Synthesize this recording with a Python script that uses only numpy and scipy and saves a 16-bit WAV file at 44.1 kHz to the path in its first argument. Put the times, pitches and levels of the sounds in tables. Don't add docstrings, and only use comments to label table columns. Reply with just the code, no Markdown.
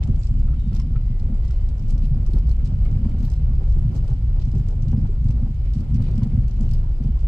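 import sys
import numpy as np
from scipy import signal
from scipy.fft import rfft, irfft, next_fast_len
from scipy.io import wavfile
from scipy.ndimage import uniform_filter1d, minimum_filter1d

SR = 44100
rng = np.random.default_rng(int(sys.argv[2]) if len(sys.argv) > 2 else 0)


def int16_out(signal):
    q = np.round(np.clip(np.atleast_2d(signal).T, -1, 1) * 32767)
    wavfile.write(sys.argv[1], SR, q.astype(np.int16))


N = 320996
TIME = np.arange(N) / SR


def from_db(db):
    return 10 ** (np.asarray(db) / 20)


def rms_one(x):
    return x / np.sqrt(np.mean(x ** 2) + 1e-20)


def in_time(rows):
    s, *columns = np.transpose(rows)
    return np.array([np.interp(TIME, s, column) for column in columns])


def at_hz(points, hz):
    point_hz, value = np.transpose(points)
    return np.interp(np.log(hz + 1), np.log(point_hz), value)


def drift(rate):
    knots = rng.standard_normal(int(N / SR * rate) + 3)
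    return rms_one(np.interp(TIME * rate, np.arange(len(knots)), knots))


def steady(x, span):
    power = np.mean(np.atleast_2d(x) ** 2, axis=0)
    power = uniform_filter1d(power, int(span * SR))
    power = uniform_filter1d(power, int(span * SR / 2))
    return x / np.sqrt(power + 1e-20)


def colour(x, spectrum):
    size = next_fast_len(N + SR // 10, True) // 2 * 2
    hz = np.fft.rfftfreq(size, 1 / SR)
    bass_fall = 2 * np.log(np.minimum((hz + 10) / spectrum[0][0], 1))
    log_gain = np.log(from_db(at_hz(spectrum, hz))) + bass_fall
    cepstrum = irfft(log_gain)
    cepstrum[1:size // 2] *= 2
    cepstrum[size // 2 + 1:] = 0
    return irfft(rfft(x, size) * np.exp(rfft(cepstrum)), size)[..., :N]


def resonate(x, modes):
    out = 0
    for k, (hz, width, db) in enumerate(modes):
        r = np.exp(-np.pi * width / SR)
        b = np.array([1, 0, -1]) * (1 - r * r) / 2
        a = [1, -2 * r * np.cos(2 * np.pi * hz / SR), r * r]
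        out = out + (-1) ** k * from_db(db) * signal.lfilter(b, a, x + 1e-18)
    return out


def band(x, low_hz, high_hz, order=4):
    return signal.sosfilt(signal.butter(order, [low_hz, high_hz], "band", fs=SR, output="sos"), x)


# pitch_hz, likeness
LEFT_RIGHT_LIKENESS = [(30, .999), (65, .998), (130, .99), (200, .95), (290, .83), (640, .62), (1410, -.08),
                       (3100, .03), (15000, .1)]


def two_ears(a, b):
    size = next_fast_len(N, True)
    alike = np.clip(at_hz(LEFT_RIGHT_LIKENESS, np.fft.rfftfreq(size, 1 / SR)), -.999, .999)
    mid = irfft(rfft(a, size) * np.sqrt(1 + alike), size)
    side = irfft(rfft(b, size) * np.sqrt(1 - alike), size)
    return np.array([mid + side, mid - side])[:, :N]


def pan(db):
    return from_db(np.array([[db], [-db]]) / 2)


def add(out, s, sound):
    at = max(int(s * SR), 0)
    out[..., at:at + sound.shape[-1]] += sound[..., :max(N - at, 0)]


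def contacts(per_s, spread_db):
    hits = rng.random(N) < per_s / SR
    strength = from_db(spread_db * np.clip(rng.standard_normal(N), -2, 2))
    return hits * strength * rng.choice([-1, 1], N)


def left_first_noise(size, direct):
    lag_s = .00047
    shared = rng.standard_normal(size)
    direct_part = direct * np.array([shared, np.roll(shared, int(lag_s * SR))])
    return rms_one(rng.standard_normal((2, size)) + direct_part)


def crackle(per_s):
    touches = contacts(per_s * from_db(3 * drift(25)), spread_db=3.5)
    t = TIME[:SR // 20]
    echo = np.exp(-t / .0012) + .25 * np.exp(-t / .012)
    energy = np.abs(signal.fftconvolve(touches ** 2, echo ** 2)[:N])
    return steady(np.sqrt(energy) * left_first_noise(N, direct=.6), span=.06)


# pitch_hz, relative_db (per Hz)
VENT_SPECTRUM = [(500, -3.5), (1300, 5.5), (1750, -2.5), (2300, 4), (3100, -2), (3600, -2), (4600, -2.5),
                 (5500, -7.5), (6600, -13.5), (7500, -15), (9000, -13.5), (10500, -28.5), (15000, -23)]
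# pitch_hz, width_hz, relative_db
SLAT_WHISTLES = [(4908, 28, -1), (3020, 160, -5), (7400, 240, -14)]


def ventilation():
    hiss = rms_one(colour(two_ears(*rng.standard_normal((2, N))), VENT_SPECTRUM))
    whistles = 0
    for mode in SLAT_WHISTLES:
        flutter_db = 2.8 * np.minimum(drift(12), 1)
        whistles = whistles + resonate(rng.standard_normal((2, N)), [mode]) * from_db(flutter_db)
    whistles = rms_one(band(whistles, 2000, 9800))
    return (from_db(-65) * hiss + from_db(-72) * whistles) * pan(-9.0)


# start_s, level_db, pitch_hz, fade_s (time to fall by 60 dB)
METAL_PINGS = [(0.193, -56, 7200, 0.13), (0.196, -63, 7540, 0.79), (0.585, -62.5, 3710, 0.75),
               (1.346, -67, 7500, 0.4), (2.080, -68, 11750, 0.12), (2.334, -49, 4330, 0.035),
               (2.514, -49, 4330, 0.027), (2.958, -70, 12100, 0.13), (3.251, -54, 4380, .04),
               (5.108, -67.5, 7560, 0.25)]


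def metal_pings():
    out, t = np.zeros(N), TIME[:SR // 2]
    for s, db, hz, fade_s in METAL_PINGS:
        wobble = 1.6 * (hz / 7400) ** 2 * drift(550)[:len(t)]
        add(out, s, from_db(db - 60 * t / fade_s) * np.sin(2 * np.pi * hz * t + wobble))
    return out


def seal_squeak():
    start_s, length_s, level_db = 4.95, .06, -65.5
    out = np.zeros(N)
    hz = np.linspace(4830, 5320, int(length_s * SR))
    tone = np.sin(2 * np.pi * np.cumsum(hz) / SR)
    add(out, start_s, from_db(level_db) * signal.windows.tukey(len(hz), .8) * tone)
    return out


# time_s, level_db
FAINT_WHISTLE = [(.94, -79), (1.0, -76), (1.09, -69), (1.18, -65.5), (1.26, -71), (1.3, -80), (1.35, -71),
                 (1.41, -72), (1.49, -65.5), (1.55, -70), (1.7, -74.5), (1.82, -93)]


def faint_whistle():
    level_db = np.interp(TIME, *np.transpose(FAINT_WHISTLE), left=-np.inf, right=-np.inf)
    return from_db(level_db) * np.sin(2 * np.pi * 2003 * TIME)


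def pings_and_squeaks():
    waver = 1 + 0.18 * np.array([drift(150), drift(150)])
    return (metal_pings() + seal_squeak() + faint_whistle()) * waver * pan(-2.5)


# start_s, relative_db, pitch_hz
PANEL_KNOCKS = [(0.479, -53.5, 1306), (0.533, -57.5, 1336), (0.722, -58, 1330), (0.796, -51, 1035),
                (0.801, -58, 2100), (0.957, -50, 1320), (0.959, -55, 2270), (1.322, -60, 1310),
                (1.502, -56, 1376), (2.265, -56, 1137), (2.372, -56, 850), (2.374, -60, 1310),
                (2.593, -63, 2120), (2.603, -59, 1340), (2.74, -63, 1440), (2.856, -55.5, 1250),
                (2.854, -55, 2210), (2.886, -58.5, 2140), (2.949, -63, 2230), (3.046, -53.5, 940),
                (3.043, -62, 2220), (3.113, -57.5, 2160), (3.276, -55, 920), (3.506, -61, 1120),
                (3.766, -59, 814), (4.112, -51.5, 777), (4.591, -67, 800), (4.928, -48, 797),
                (4.929, -54, 990), (5.052, -54.5, 818), (5.460, -53, 782), (6.218, -51.5, 984),
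                (6.314, -58, 2180), (6.84, -56, 910), (7.170, -58, 1040)]
# times_its_pitch, relative_db
PANEL_RINGS = [(1, 0), (1.09, -6), (1.72, -14), (1.95, -17)]


def knocks():
    out, t = np.zeros((2, N)), TIME[:SR // 8]
    onset = 1 - np.exp(-t / .0015)
    for s, db, hz in PANEL_KNOCKS:
        ring = 0
        for ratio, mode_db in PANEL_RINGS:
            phase = rng.normal(0, 0.11, (2, 1))
            ring = ring + from_db(mode_db) * np.sin(2 * np.pi * hz * ratio * t + phase)
        buzz = 0.41 * rms_one(band(rng.standard_normal((2, len(t))), hz * .7, hz * 1.5, order=2))
        fade_s = 0.06 * np.sqrt(1200 / hz)
        add(out, s, from_db(db + 8.5 - 60 * t / fade_s) * onset * (ring + buzz))
    return out


# pitch_hz, relative_db (per Hz)
CREAK_SPECTRUM = [(700, -10), (1350, -3.5), (1750, 4), (2300, 3.5), (3000, 0), (3600, -3.5), (5000, -4),
                  (6500, -9), (8200, -7), (10300, -19.5), (12300, -11.5), (15000, -19.5)]
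# middle_s, length_s, level_db, centre_hz
TRIM_RUBS = [(0.033, 0.019, -49, 2800), (0.241, 0.08, -60, 5500), (0.544, 0.023, -61, 2200),
             (0.764, 0.084, -58, 4000), (0.807, 0.051, -62, 3500), (1.49, 0.25, -64.5, 4150),
             (1.903, 0.068, -58, 5500), (2.037, 0.042, -56, 3800), (2.375, 0.044, -61, 3820),
             (2.666, 0.037, -59.5, 4800), (2.87, 0.11, -66, 2300), (3.21, 0.029, -63, 5000),
             (3.258, 0.084, -59, 4500), (3.687, .05, -64, 5000), (3.967, 0.083, -60, 5400),
             (4.107, 0.055, -62, 4500), (4.418, 0.065, -58, 4400), (5.285, 0.098, -65, 5030),
             (5.672, 0.075, -61, 2400), (5.78, 0.088, -62, 5150), (5.959, 0.04, -58.5, 4200),
             (6.063, 0.29, -63.5, 2720), (6.07, 0.089, -61.5, 3570), (6.22, 0.14, -63.5, 2300),
             (6.574, 0.049, -64, 4500), (6.72, 0.19, -62, 3970)]


def trim_rubs():
    out = np.zeros((2, N))
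    slips = colour(crackle(per_s=430), CREAK_SPECTRUM)
    for s, length, db, hz in TRIM_RUBS:
        window = np.sqrt(np.hanning(int(length * SR)))
        at = max(int((s - length / 2) * SR), 0)
        rub = rms_one(band(slips[:, at:at + len(window)], hz / 1.4, hz * 1.6, order=2))
        add(out, s - length / 2, from_db(db) * window * rub)
    return out * pan(-7.0)


# pitch_hz, relative_db (per Hz)
TRIM_SPECTRUM = [(500, -17.5), (1200, 1), (1900, -4.5), (2900, 4.5), (3500, 1.5), (5200, 7), (6800, 0.5),
                 (8400, 1), (9600, -11.5), (10900, -18.5), (16000, -35)]


def trim_shiver(roar_db):
    shake = from_db(0.98 * uniform_filter1d(roar_db - np.median(roar_db), SR // 10))
    fine = rms_one(colour(crackle(per_s=330), CREAK_SPECTRUM))
    fine = from_db(-67) * shake * fine * pan(0.5)
    strays = contacts(per_s=16 * shake, spread_db=2)
    t = TIME[:SR // 30]
    snap = np.exp(-t / .003) * (1 - np.exp(-t / .0008))
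    rattle = np.abs(signal.fftconvolve(np.abs(strays), snap)[:N]) * left_first_noise(N, direct=0.3)
    rattle = band(colour(rattle, TRIM_SPECTRUM), 1500, 9000, order=2)
    return fine + from_db(-58) * rattle * pan(-2.5)


# start_s, relative_db, left_minus_right_db, sparkle_db (relative)
TRIM_TICKS = [(0.0347, -36.5, -7, -33), (0.0735, -44, -1, -43), (0.1587, -44, -5, -43),
              (0.2326, -40, -1, -27), (0.269, -40.5, -4, -34), (0.392, -46.5, -3.5, -40),
              (.596, -46, -2, -23), (.619, -51, -2, -32), (.68, -51, -5, -38), (0.7297, -46, -1, -24),
              (0.7477, -38.5, 0, -15), (0.7644, -37, 0, -24), (0.7973, -35.5, -2.0, -24),
              (1.196, -44.5, 1, -32), (1.45, -44.5, 0, -32), (1.479, -47, -3.0, -27),
              (1.5075, -40.5, -1.5, -30), (1.5429, -50, -2.0, -35), (1.6062, -51, 7, -32),
              (1.6871, -43, 1, -38), (1.7794, -45.5, 1, -20), (1.793, -47, -2, -15), (1.823, -48, 2, -16),
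              (1.857, -53, -1, -30), (1.881, -45, -1, -26), (1.9031, -38, -1, -13), (1.941, -47, 0, -32),
              (1.9784, -42, -4, -31), (2.0365, -48, -3, -27), (2.0534, -42, 1, -16), (2.2623, -41, -3, -17),
              (2.306, -49, -5, -28), (2.3332, -41, -5, -10), (2.3705, -51, 0, -25), (2.385, -43.5, -5, -13),
              (2.4708, -47, -7, -32), (2.4922, -41, -7.5, -37), (2.5127, -44, -7, -17),
              (2.6482, -44, -6, -28), (2.657, -41, -5, -30), (2.6725, -43, -5, -38),
              (2.8499, -46.5, -4.5, -14), (2.9126, -47.5, -3, -22), (3.0674, -50, -5.5, -18),
              (3.094, -46, -6.5, -33), (3.1857, -46.5, -10, -29), (3.2, -49, -5, -28),
              (3.227, -46, -3.0, -15), (3.249, -42.5, -6, -8), (3.2997, -40, -5, -24),
              (3.3154, -42, -4, -15), (3.335, -41, -2, -21), (3.363, -47, -2, -25),
              (3.696, -45.5, -6.0, -33), (3.7219, -45, -4, -28), (3.785, -49, -8, -15),
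              (3.831, -54, -2, -33), (3.9469, -52, -2, -22), (3.9624, -41, -3, -16), (4.045, -52, -5, -29),
              (4.0784, -41, -3, -19), (4.1004, -52, -4, -27), (4.1335, -49, -4, -25),
              (4.4089, -50, -4, -25), (4.427, -53, -2, -32), (4.4508, -43.5, -3, -33),
              (4.4805, -46, -2, -29), (4.5146, -44, -4, -26), (4.5517, -43, 0, -21), (4.581, -47, -6, -29),
              (4.5974, -49, -7, -18), (4.6844, -40.5, -4, -34), (4.709, -51, -7, -31),
              (4.8219, -43, -2, -33), (4.8826, -42.5, -3.0, -31), (4.915, -44.5, -6, -28),
              (5.2418, -46, -4.5, -22), (5.284, -43, -3, -22), (5.3066, -44.5, -13, -31),
              (5.544, -50.5, -7, -18), (5.6555, -49, -3, -35), (5.7352, -39.5, -6, -21),
              (5.746, -47, -4, -28), (5.784, -50, -8, -29), (5.805, -45, -3, -16), (5.943, -41.5, -5, -18),
              (6.0212, -41.5, -8.5, -20), (6.0874, -49, -7, -24), (6.112, -46, -4, -26),
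              (6.154, -47, -11, -22), (6.1775, -39.5, -5, -25), (6.2318, -37.5, -4, -19),
              (6.2716, -51, -6, -26), (6.34, -57, -8, -34), (6.4802, -43, -7, -34),
              (6.5098, -45, -7.5, -33), (6.54, -55, -8, -32), (6.6077, -38.5, -5.5, -26),
              (6.6308, -47, -10, -29), (6.69, -44, -5.5, -27), (6.7103, -38, -4, -21),
              (6.7345, -39, -4, -10), (6.768, -50, -5.0, -29), (6.79, -47.5, -7, -29),
              (7.0367, -49, -6, -29), (7.059, -49, -5, -23.5), (7.19, -49, -4, -31), (7.206, -49, -4, -32)]
# pitch_hz, relative_db (per Hz)
SPARKLE_SPECTRUM = [(9500, -33.5), (11000, -19.5), (12200, 1), (13200, -5.5), (14200, -12.5), (16000, -24)]


def trim_ticks():
    snaps, sparkles, t = np.zeros((2, N)), np.zeros((2, N)), TIME[:SR // 8]
    onset = 1 - np.exp(-t / .002)
    cabin = from_db(-19 - 60 * t / .085)
    crack = (from_db(-60 * t / .014) + cabin) * onset
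    shine = (from_db(-60 * t / .026) + cabin) * onset
    for s, db, side_db, top_db in TRIM_TICKS:
        chatter = from_db(db + 3) * pan(side_db) * left_first_noise(len(t), direct=0.2)
        piece = resonate(crack * chatter, [(rng.uniform(2200, 7500), 900, 0)])
        snap = from_db(-2.5) * (crack * chatter + piece)
        add(snaps, s, snap)
        add(snaps, s + rng.uniform(.006, .022), from_db(-10) * snap)
        add(sparkles, s, from_db(top_db + 10) * shine * chatter)
    return colour(snaps, TRIM_SPECTRUM) + colour(sparkles, SPARKLE_SPECTRUM)


# start_s, relative_db, centre_hz
JOINT_CLUNKS = [(0.087, -30.5, 354), (0.715, -35, 344), (1.142, -39.5, 358), (2.286, -38, 363),
                (2.337, -34.5, 348), (2.883, -40, 400), (2.952, -37, 340), (3.042, -35, 327),
                (3.762, -36, 357), (3.89, -37, 353), (4.375, -40, 380), (4.556, -30.5, 360),
                (4.72, -37.5, 403), (4.943, -39.5, 400), (5.088, -36, 380), (5.949, -34, 364),
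                (6.103, -36.5, 366), (7.042, -41, 342)]


def clunks():
    out, t = np.zeros(N), TIME[:SR // 8]
    onset = 1 - np.exp(-t / .002)
    fade_s = 0.083
    for s, db, hz in JOINT_CLUNKS:
        ring = rms_one(band(rng.standard_normal(len(t)), hz / 1.1, hz * 1.1, order=2))
        add(out, s, from_db(db + 1.5 - 60 * t / fade_s) * onset * ring)
    return out


# start_s, cabin_thud_peak_db, tyre_ring_peak_db
STONE_BUMPS = [(.086, -12, -19.5), (.376, -24, -28), (0.443, -19, -33), (.495, -17.5, -33),
               (0.538, -34, -29.5), (.629, -24, -31), (.659, -24, -24), (0.695, -17, -36),
               (0.726, -22.5, -27.5), (0.777, -34, -28), (0.907, -26, -29.5), (.952, -16.5, -44),
               (1.098, -19.5, -24.5), (1.261, -15.5, -35), (1.296, -26, -23), (1.321, -32, -24.5),
               (1.481, -19.5, -44), (2.035, -25, -27.5), (2.105, -12, -38), (2.333, -18, -28),
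               (2.353, -29, -28), (2.476, -21.5, -33), (2.626, -16.5, -33), (2.781, -19, -45),
               (2.826, -17, -40), (2.909, -14, -27), (2.952, -13, -29), (2.984, -29, -27),
               (3.009, -33, -24), (3.055, -18.5, -18.5), (3.132, -28.5, -23.5), (3.197, -26.5, -25.5),
               (3.227, -25.5, -23), (3.388, -20, -35), (3.42, -18.5, -39.5), (3.496, -20.5, -28.5),
               (3.848, -14, -34), (3.888, -27, -29), (3.935, -26.5, -32.5), (3.995, -18.5, -45),
               (4.102, -17, -35), (4.469, -31, -26.5), (4.536, -16, -28), (4.555, -13, -44),
               (4.594, -15, -34), (4.673, -27, -30), (4.854, -21, -34), (4.930, -10, -16.5),
               (4.973, -20, -18), (5.022, -14, -31.5), (5.242, -13, -29), (5.279, -14, -30),
               (5.333, -24, -26.5), (5.422, -17, -23), (5.462, -33, -29), (5.491, -23, -28.5),
               (5.755, -16, -21), (5.79, -19.5, -28), (5.945, -14.5, -31), (5.988, -15, -21.5),
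               (6.1, -19, -41), (6.146, -22, -26), (6.177, -19, -17), (6.218, -12.5, -17.5),
               (6.257, -19, -18), (6.331, -21.5, -22), (6.372, -15.5, -20.5), (6.418, -25, -30.5),
               (6.601, -24.5, -21), (6.72, -23, -34), (7.001, -17, -23), (7.046, -12.5, -24),
               (7.083, -31, -24.5)]
# pitch_hz, width_hz, relative_db
CABIN_THUD = [(87.7, 15, -1), (121.6, 24.3, 0.5), (148.9, 21.4, -1.5)]
# pitch_hz, width_hz, relative_db
TYRE_RING = [(191.7, 23.2, -1), (231.4, 23, -1), (287, 28, -22), (338, 64, -32), (530, 28, -32.5),
             (830, 16, -28.5)]


def soft_push(soft_hz):
    smooth = signal.butter(3, soft_hz, fs=SR, output="sos")
    return signal.sosfilt(smooth, signal.unit_impulse(SR // 3))


def bumps():
    out = np.zeros(N)
    through_springs, through_rubber = soft_push(190), soft_push(480)
    for s, cabin_db, tyre_db in STONE_BUMPS:
        parts = ((through_springs, cabin_db, CABIN_THUD), (through_rubber, tyre_db, TYRE_RING))
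        for push, db, modes in parts:
            loaded = [(hz * (1 + rng.normal(0, .025)), width, mode_db + rng.normal(0, 1.5))
                      for hz, width, mode_db in modes]
            thump = resonate(push, loaded)
            add(out, s, from_db(db) * thump / np.abs(thump).max())
    return out


def level_changes(rows, ease_in_s, ease_out_s):
    total = 0
    for s, length, *db in rows:
        corners_s = [s - ease_in_s, s, s + length, s + length + ease_out_s]
        total = total + np.outer(db, np.interp(TIME, corners_s, [0, 1, 1, 0]))
    return total


# time_s, relative_db
BODY_RIDE = [(0, -18.5), (.4, -18), (1.7, -17), (3.2, -19.5), (4.1, -17.5), (6.2, -19), (6.7, -16),
             (7.2, -16)]
# start_s, length_s, sway_change_db
SWAY_CHANGES = [(.1, 0.1, 1), (.36, 0.15, 3.5), (1.33, 0.074, 1.5), (1.87, 0.27, 2), (2.26, 0.36, 4.5),
                (2.82, 0.083, 4), (3.02, 0.038, 2), (3.22, .12, 2.5), (3.44, 0.25, 3.5), (3.69, 0.093, 4),
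                (4.32, 0.091, 1), (5.29, 0.045, 2), (5.66, 0.036, 5), (7.06, 0.1, -1.5)]
# time_s, drumming_db, tyre_boom_db, tread_roar_db (all relative)
ORDINARY_PAVING = [(0, -24.5, -41, -48.5), (.4, -29.5, -38.5, -56), (1.0, -26, -36.5, -52.5),
                   (1.6, -25.5, -42, -50.5), (1.9, -29.5, -37, -51.5), (2.25, -26, -38, -50.5),
                   (2.6, -25, -36.5, -50.5), (3.0, -24, -40, -51), (3.6, -25, -40.5, -49),
                   (4.2, -25, -40.5, -50.5), (4.75, -25, -38.5, -50.5), (5.15, -25.5, -39.5, -52.5),
                   (5.65, -31, -42.5, -51.5), (6.1, -22, -33.5, -48), (6.5, -25.5, -40, -50),
                   (7.2, -29, -43.5, -51.5)]
# start_s, length_s, drumming_change_db, boom_change_db, roar_change_db
TYRE_CHANGES = [(.088, .043, 4, 10, 2), (.46, 0.11, -2, 3, 3.5), (.7, 0.079, -0.5, 4, 1.5),
                (1.26, .082, -2, 5, 0), (2.32, .056, -2.5, 5, 3), (2.63, 0.032, -4.5, 1.5, 1),
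                (2.89, 0.25, -0.5, 9, 2), (3.2, .057, 0, 4, 4), (3.87, 0.098, 1, 4.5, 1),
                (4.04, 0.06, -1.5, -5, 2.5), (4.55, 0.082, -1.5, 7, 1.5), (4.71, 0.022, 0, 0, 3.5),
                (4.93, 0.13, 1, 9, 3.5), (5.27, 0.085, 2.5, 6, 3), (5.43, 0.081, -2.5, 9, 1.5),
                (5.95, .1, 1, 9.5, 2), (6.17, 0.14, -3, -3.5, -0.5), (6.6, .08, 2, 10.5, .5),
                (7.02, .063, 0.5, 7, 2.5)]
# start_s, length_s, then the changes
# sway_change_db, drumming_change_db, boom_change_db, roar_change_db
BRIEF_LEVEL_CHANGES = [(.22, 0.016, -9, 5, 2, -4), (.3, 0.011, 3.5, 4, 1.5, 5.5),
                       (.85, 0.049, -5.5, -1.5, 1.5, 0.5), (1.49, 0.036, -0.5, -7, 4, -2),
                       (1.72, 0.12, -3.5, -0.5, 0.5, -0.5), (2.42, 0.028, -4.5, -0.5, 4, -1.8),
                       (2.55, 0.029, -3.5, -11, 0, -0.8), (2.69, 0.039, -3.5, 0, 4, 1.9),
                       (3.13, 0.026, 0, -3, -1, -1), (3.615, 0.032, -2.5, 0.5, 2, -0.5),
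                       (3.91, 0.054, -7, 0.5, 2, 2.3), (4.17, 0.011, -8, -4, -2, -3.5),
                       (4.49, 0.034, -3, 1, -15, -3.5), (4.75, 0.027, -3.5, 1, 0, -3.5),
                       (5.1, 0.088, 0, -4, -2, -0.8), (5.5, 0.14, -2.5, 5, -4.5, -2),
                       (5.82, 0.036, -6.5, -2, 6, -0.5), (6.24, 0.021, -5.5, 2.5, 2, 2),
                       (6.49, 0.078, -0.5, -5, 1, -1.8), (6.93, 0.096, -3, -3.5, -1, -0.5)]


def road_levels():
    sway = in_time(BODY_RIDE) + level_changes(SWAY_CHANGES, ease_in_s=0.035, ease_out_s=0.046)
    tyres = in_time(ORDINARY_PAVING) + level_changes(TYRE_CHANGES, ease_in_s=0.064, ease_out_s=0.021)
    brief = level_changes(BRIEF_LEVEL_CHANGES, ease_in_s=0.02, ease_out_s=0.02)
    return np.vstack([sway, tyres]) + brief


LUMPS_PER_S = 18
# pitch_hz, relative_db (per Hz)
ROAR_SPECTRUM = [(200, -5.5), (290, 0.6), (360, 0.46), (485, -6.5), (535, -3), (620, -9.5), (760, -10),
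                 (790, -8.5), (820, -12), (920, -13), (1100, -17.5), (1400, -18), (1800, -29.5),
                 (4000, -58.5)]


def tread(roar_db):
    scrub = [rms_one(contacts(per_s=900, spread_db=-0.5)) + 0.75 * rng.standard_normal(N)
             for _ in range(2)]
    flutter_db = 1.6 * drift(55) + 1.2 * drift(LUMPS_PER_S)
    roar = colour(two_ears(*scrub), ROAR_SPECTRUM) * from_db(flutter_db)
    return from_db(roar_db + 1.2) * steady(roar, span=0.41)


# pitch_hz, width_hz, relative_db
BODY_RESONANCES = [(26.83, 5.78, 3.5), (35, 12.4, -0.5), (57.1, 14.1, -3.5)]
# pitch_hz, width_hz, relative_db
CABIN_RESONANCES = [(57, 15.1, -10.5), (87.8, 9.5, 3), (115.4, 15, 1), (129, 25.4, -2), (162.5, 24, -8.5)]
# pitch_hz, width_hz, relative_db
TYRE_RESONANCES = [(196, 14, -0.5), (224.2, 14.5, -2), (243.3, 30, -5)]


def cobbles(sway_db, drum_db, boom_db):
    kicks = two_ears(*[rms_one(contacts(per_s=140, spread_db=3.5)) for _ in range(2)])
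    kicks = np.hstack([kicks[:, -SR // 2:], kicks])
    sway = band(resonate(kicks, BODY_RESONANCES), 21.36, 70.2)[:, -N:]
    drum = band(resonate(kicks, CABIN_RESONANCES), 64.2, 165.3)[:, -N:]
    boom = band(resonate(kicks, TYRE_RESONANCES), 147.6, 293.5)[:, -N:]
    stones = drift(LUMPS_PER_S)
    sway_lumps_db = 1.0 * np.minimum(drift(LUMPS_PER_S), 1)
    sway = from_db(sway_db - 1.25 + sway_lumps_db) * steady(sway, span=0.065)
    drum = from_db(drum_db - 0.56 + 1.87 * stones) * steady(drum, span=0.063)
    boom = from_db(boom_db - 5.0 + 3 * stones) * steady(boom, span=0.078)
    sway = np.array([np.interp(TIME - .0003, TIME, sway[0]), sway[1]])
    return (sway + drum + boom) * pan(0.22)


def scene():
    sway_db, drum_db, boom_db, roar_db = road_levels()
    trim = trim_ticks() + trim_shiver(roar_db) + trim_rubs() + knocks() + pings_and_squeaks()
    road = cobbles(sway_db, drum_db, boom_db) + tread(roar_db) + bumps() + clunks()
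    return ventilation() + trim + road


def record(dry):
    fade_s, ceiling, hold_s = .012, .42, .03
    allowed = np.minimum(ceiling / (np.abs(dry).max(axis=0) + 1e-9), 1)
    gain = minimum_filter1d(allowed, int(hold_s * SR))
    for _ in range(2):
        gain = uniform_filter1d(gain, int(hold_s * SR / 2))
    gain = gain * np.minimum(TIME / fade_s, 1)
    top_cut = signal.cheby2(14, 70, 16400, fs=SR, output="sos")
    return signal.sosfilt(top_cut, dry * gain)


dry = scene()
out = record(dry)
int16_out(out)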